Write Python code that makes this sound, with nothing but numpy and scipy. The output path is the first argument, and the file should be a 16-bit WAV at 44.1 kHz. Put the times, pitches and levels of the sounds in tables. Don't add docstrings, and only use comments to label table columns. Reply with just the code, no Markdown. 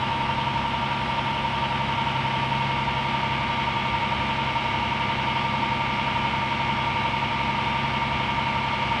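import sys
import numpy as np
from scipy import signal
from scipy.fft import rfft, irfft
from scipy.io import wavfile
from scipy.ndimage import map_coordinates

SR = 44100
rng = np.random.default_rng(int(sys.argv[2]) if len(sys.argv) > 2 else 0)


def bounce(signal):
    frames = np.transpose(np.atleast_2d(signal))
    limited = np.clip(frames, -1, 1)
    pcm = np.round(limited * 32767).astype(np.int16)
    wavfile.write(sys.argv[1], SR, pcm)


N = 396900
TIME = np.arange(N) / SR
IDLE_RPM, IDLE_EFFORT = 1352.3, .25


def from_db(db):
    return 10 ** (np.asarray(db) / 20)


def drift(rate_hz):
    hz = np.fft.rfftfreq(N // 20, 20 / SR)
    slow = irfft(rfft(rng.standard_normal(N // 20)) / (1 + (hz / rate_hz) ** 2))
    return np.interp(np.arange(N) / 20, np.arange(len(slow)), slow / slow.std())


def noise(spectrum, size=N):
    hz, density_db = np.transpose(spectrum)
    bins_hz = np.maximum(np.fft.rfftfreq(size, 1 / SR), 1)
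    gain = from_db(np.interp(np.log(bins_hz), np.log(hz), density_db, left=-np.inf, right=-np.inf))
    return irfft(rfft(rng.standard_normal(size)) * gain * np.sqrt(SR / 2), size)


def tone(turns, level_db, waver_db, jitter_rad):
    phase = 2 * np.pi * turns + jitter_rad * drift(8.3)
    return np.sqrt(2) * from_db(level_db + waver_db * drift(4.6)) * np.sin(phase)


# centre t/s, sigma/s, depth/rpm
SPEED_SAGS = [(0.0, .2, 7.6), (2.32, .36, 14.9)]

def crankshaft(fuel_lag_s, rpm_per_effort, hunt_cycles):
    sag_rpm = sum(depth * np.exp(-.5 * ((TIME - at_s) / sigma_s) ** 2)
                  for at_s, sigma_s, depth in SPEED_SAGS)
    cycles = np.cumsum((IDLE_RPM - sag_rpm) / 60 / 2) / SR
    pole = np.exp(-1 / (fuel_lag_s * SR))
    effort = IDLE_EFFORT + signal.lfilter([1 - pole], [1, -pole], sag_rpm / rpm_per_effort)
    return cycles + hunt_cycles * drift(.8), effort


# place/cycles, sigma/cycles, order (f / cycle rate), relative peak/dB, slope/(dB/effort)
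GEAR_SWELLS = [(.0081, .1045, 83.587, -29.6, 2.5), (.279, .0796, 81.306, -25.5, -.5),
               (.3984, .0725, 82.574, -21.9, -1.2), (.6712, .0954, 81.023, -26.4, 3)]

def timing_gears(cycles, effort, gain_db, waver_db, slip_rad, orders_per_effort):
    out = 0
    for place, sigma, order, peak_db, effort_db in GEAR_SWELLS:
        offset_cycles = (cycles - place + .5) % 1 - .5
        swell_db = gain_db + peak_db + effort * effort_db + waver_db * drift(11)
        swell = from_db(swell_db) * np.exp(-.5 * (offset_cycles / sigma) ** 2)
        mesh_order = order + orders_per_effort * (effort - IDLE_EFFORT)
        out += swell * np.cos(2 * np.pi * mesh_order * offset_cycles + slip_rad * drift(2.7))
    return out


# order, level/dB
EXHAUST_LINES = [(6, -44), (9, -45), (10, -47), (11, -47), (12, -36), (18, -41), (19, -49), (20, -44),
                 (21, -46), (22, -51), (24, -52), (30, -52)]

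def exhaust_drone(cycles, effort, boom_db):
    out = 0
    for order, level_db in EXHAUST_LINES:
        start_turns = rng.random() * (order % 6 != 0)
        if order == 12:
            level_db += boom_db * (effort - .4)
        out += tone(order * cycles + start_turns, level_db, waver_db=.76, jitter_rad=.15)
    return out


# f/Hz, density/dB
KNOCK_SPECTRUM = [(140, -72.5), (260, -67.5), (350, -69.5), (410, -86), (490, -82.5), (600, -69.5),
                  (800, -69.5), (920, -76), (1100, -69), (1400, -73), (2900, -70), (3800, -90.5),
                  (5500, -100), (9000, -125)]

def knocks(cycles, spread_db, size=4096):
    pattern = noise(KNOCK_SPECTRUM, size)
    looped = map_coordinates(pattern, [cycles % 1 * size], order=3, mode="grid-wrap")
    return looped * from_db(spread_db * drift(25))


# f/Hz, density/dB
CLATTER_SPECTRUM = [(700, -94), (1600, -72.5), (2300, -68.5), (2900, -67), (3300, -70.5), (3750, -76.5),
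                    (4300, -80.5), (5300, -85.5), (7000, -97), (8450, -97.5), (8850, -103), (9250, -100),
                    (9700, -108), (15000, -120)]

def clatter(cycles, pulse_db):
    firings = np.cos(2 * np.pi * 6 * cycles)
    return noise(CLATTER_SPECTRUM) * from_db(pulse_db * firings)


# f/Hz, density/dB
TAPPET_SPECTRUM = [(2300, -85.5), (2700, -63.5), (2900, -64.5), (3150, -65.5), (3600, -83)]

def tappets(cycles, start_cycles, rise_cycles, fade_cycles, spread_db, grit_db):
    age = (cycles - start_cycles) % 1
    envelope = (1 - np.exp(-age / rise_cycles)) * np.exp(-age / fade_cycles) * (1 - age ** 4)
    return noise(TAPPET_SPECTRUM) * from_db(spread_db * drift(12) + grit_db * drift(120)) * envelope


# first order, last order, relative level per line/dB
BLOCK_PANELS = [(27, 28, -54), (32, 33, -55), (44, 46, -53.5), (54, 56, -54.5), (60, 63, -52),
                (69, 71, -53.5), (74, 77, -54), (86, 88, -51), (93, 93, -53), (99, 100, -56)]

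def block_hum(cycles, gain_db):
    return sum(tone(order * cycles + rng.random(), gain_db + line_db, waver_db=0, jitter_rad=.13)
               for first, last, line_db in BLOCK_PANELS for order in range(first, last + 1))


def gear_cover(hz, width_hz, level_db):
    b, a = signal.iirpeak(hz, hz / width_hz, fs=SR)
    ring = signal.lfilter(b, a, signal.lfilter(b, a, rng.standard_normal(N)))
    return from_db(level_db) * ring / ring.std()


# t/s, added load (1 = steady lift)
LEVER_PUSHES = [(1.6, 0.45), (2.55, 0.34)]

def lift_valve(push_s, idle_load, creep_per_s):
    load = idle_load
    for start_s, added_load in LEVER_PUSHES:
        travel = np.clip((TIME - start_s) / push_s, 0, 1)
        load += added_load * travel
    lifting_s = np.maximum(TIME - LEVER_PUSHES[-1][0], 0)
    return load + creep_per_s * lifting_s, travel


def whine(turns, partials, load, waver_db, jitter_rad):
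    out = 0
    for order, unloaded_db, loaded_db in partials:
        level_db = unloaded_db + load * (loaded_db - unloaded_db)
        out += tone(order * turns + rng.random(), level_db, waver_db, jitter_rad)
    return out


# order, unloaded level/dB, loaded level/dB
DRIVE_LINES = [(75.43, -45.5, -45.5), (104.54, -39.3, -37.6), (108.55, -60, -47), (120.18, -48, -52),
               (182, -53, -46.5), (194, -45.3, -38.7), (200, -53, -44), (206, -54, -45), (212, -57, -49),
               (320, -58, -57)]

def pump_drive(cycles, effort, load, db_per_effort):
    mesh = whine(cycles, DRIVE_LINES, load, waver_db=.93, jitter_rad=.3)
    return mesh * from_db(db_per_effort * (effort - IDLE_EFFORT))


# harmonic of piston rate, unloaded level/dB, loaded level/dB
PUMP_LINES = [(2, -57, -58), (4, -51, -51.5), (5, -48.5, -48.5), (10, -62, -48), (12, -52, -52.5),
              (13, -55, -57), (14, -53.5, -55), (15, -63, -64), (16, -68, -63), (17, -64.5, -63),
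              (19, -65, -67), (20, -69, -69)]

def hydraulic_pump(cycles, load, pistons_per_cycle):
    return whine(pistons_per_cycle * cycles, PUMP_LINES, load, waver_db=3, jitter_rad=.56)


# f/Hz, density/dB
OIL_SPECTRUM = [(1500, -87.5), (2000, -71.5), (2350, -68), (2800, -74.5), (3300, -77.5), (4400, -88),
                (6000, -99), (9000, -118)]

def oil_hiss(load):
    return np.sqrt(load) * noise(OIL_SPECTRUM)


def whistle(travel, hz, wander_hz, idle_db, lifting_db):
    pitch_hz = hz + wander_hz * drift(1.2)
    level_db = idle_db + (lifting_db - idle_db) * travel
    return tone(np.cumsum(pitch_hz) / SR, level_db, waver_db=1.5, jitter_rad=.8)


# f/Hz, density/dB
FAN_SPECTRUM = [(20, -77.5), (45, -67), (75, -61), (125, -63), (170, -63.5), (250, -64), (295, -69.5),
                (345, -68.5), (415, -72.5), (500, -67.5), (760, -68.5), (1300, -68), (1700, -74),
                (3000, -100)]

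def fan_rumble():
    return noise(FAN_SPECTRUM)


def scene():
    cycles, effort = crankshaft(fuel_lag_s=.2, rpm_per_effort=15, hunt_cycles=.002)
    load, travel = lift_valve(push_s=.27, idle_load=.047, creep_per_s=.032)
    engine = exhaust_drone(cycles, effort, boom_db=4.5) + knocks(cycles, spread_db=2.04) + fan_rumble()
    engine += block_hum(cycles, gain_db=.67)
    engine += clatter(cycles, pulse_db=.7)
    engine += tappets(cycles, start_cycles=.39, rise_cycles=.03, fade_cycles=.48,
                      spread_db=2, grit_db=.5)
    gears = timing_gears(cycles, effort, gain_db=1, waver_db=.87, slip_rad=.15, orders_per_effort=.92)
    gears += gear_cover(hz=928.6, width_hz=132, level_db=-39.5)
    gears += pump_drive(cycles, effort, load, db_per_effort=-1)
    hydraulics = hydraulic_pump(cycles, load, pistons_per_cycle=24.59) + oil_hiss(load)
    hydraulics += whistle(travel, hz=9200, wander_hz=20, idle_db=-72.5, lifting_db=-78)
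    return (engine + gears + hydraulics)[None]


def record(dry):
    return signal.sosfilt(signal.ellip(10, .1, 80, 15300, fs=SR, output="sos"), dry)


dry = scene()
out = record(dry)
bounce(out)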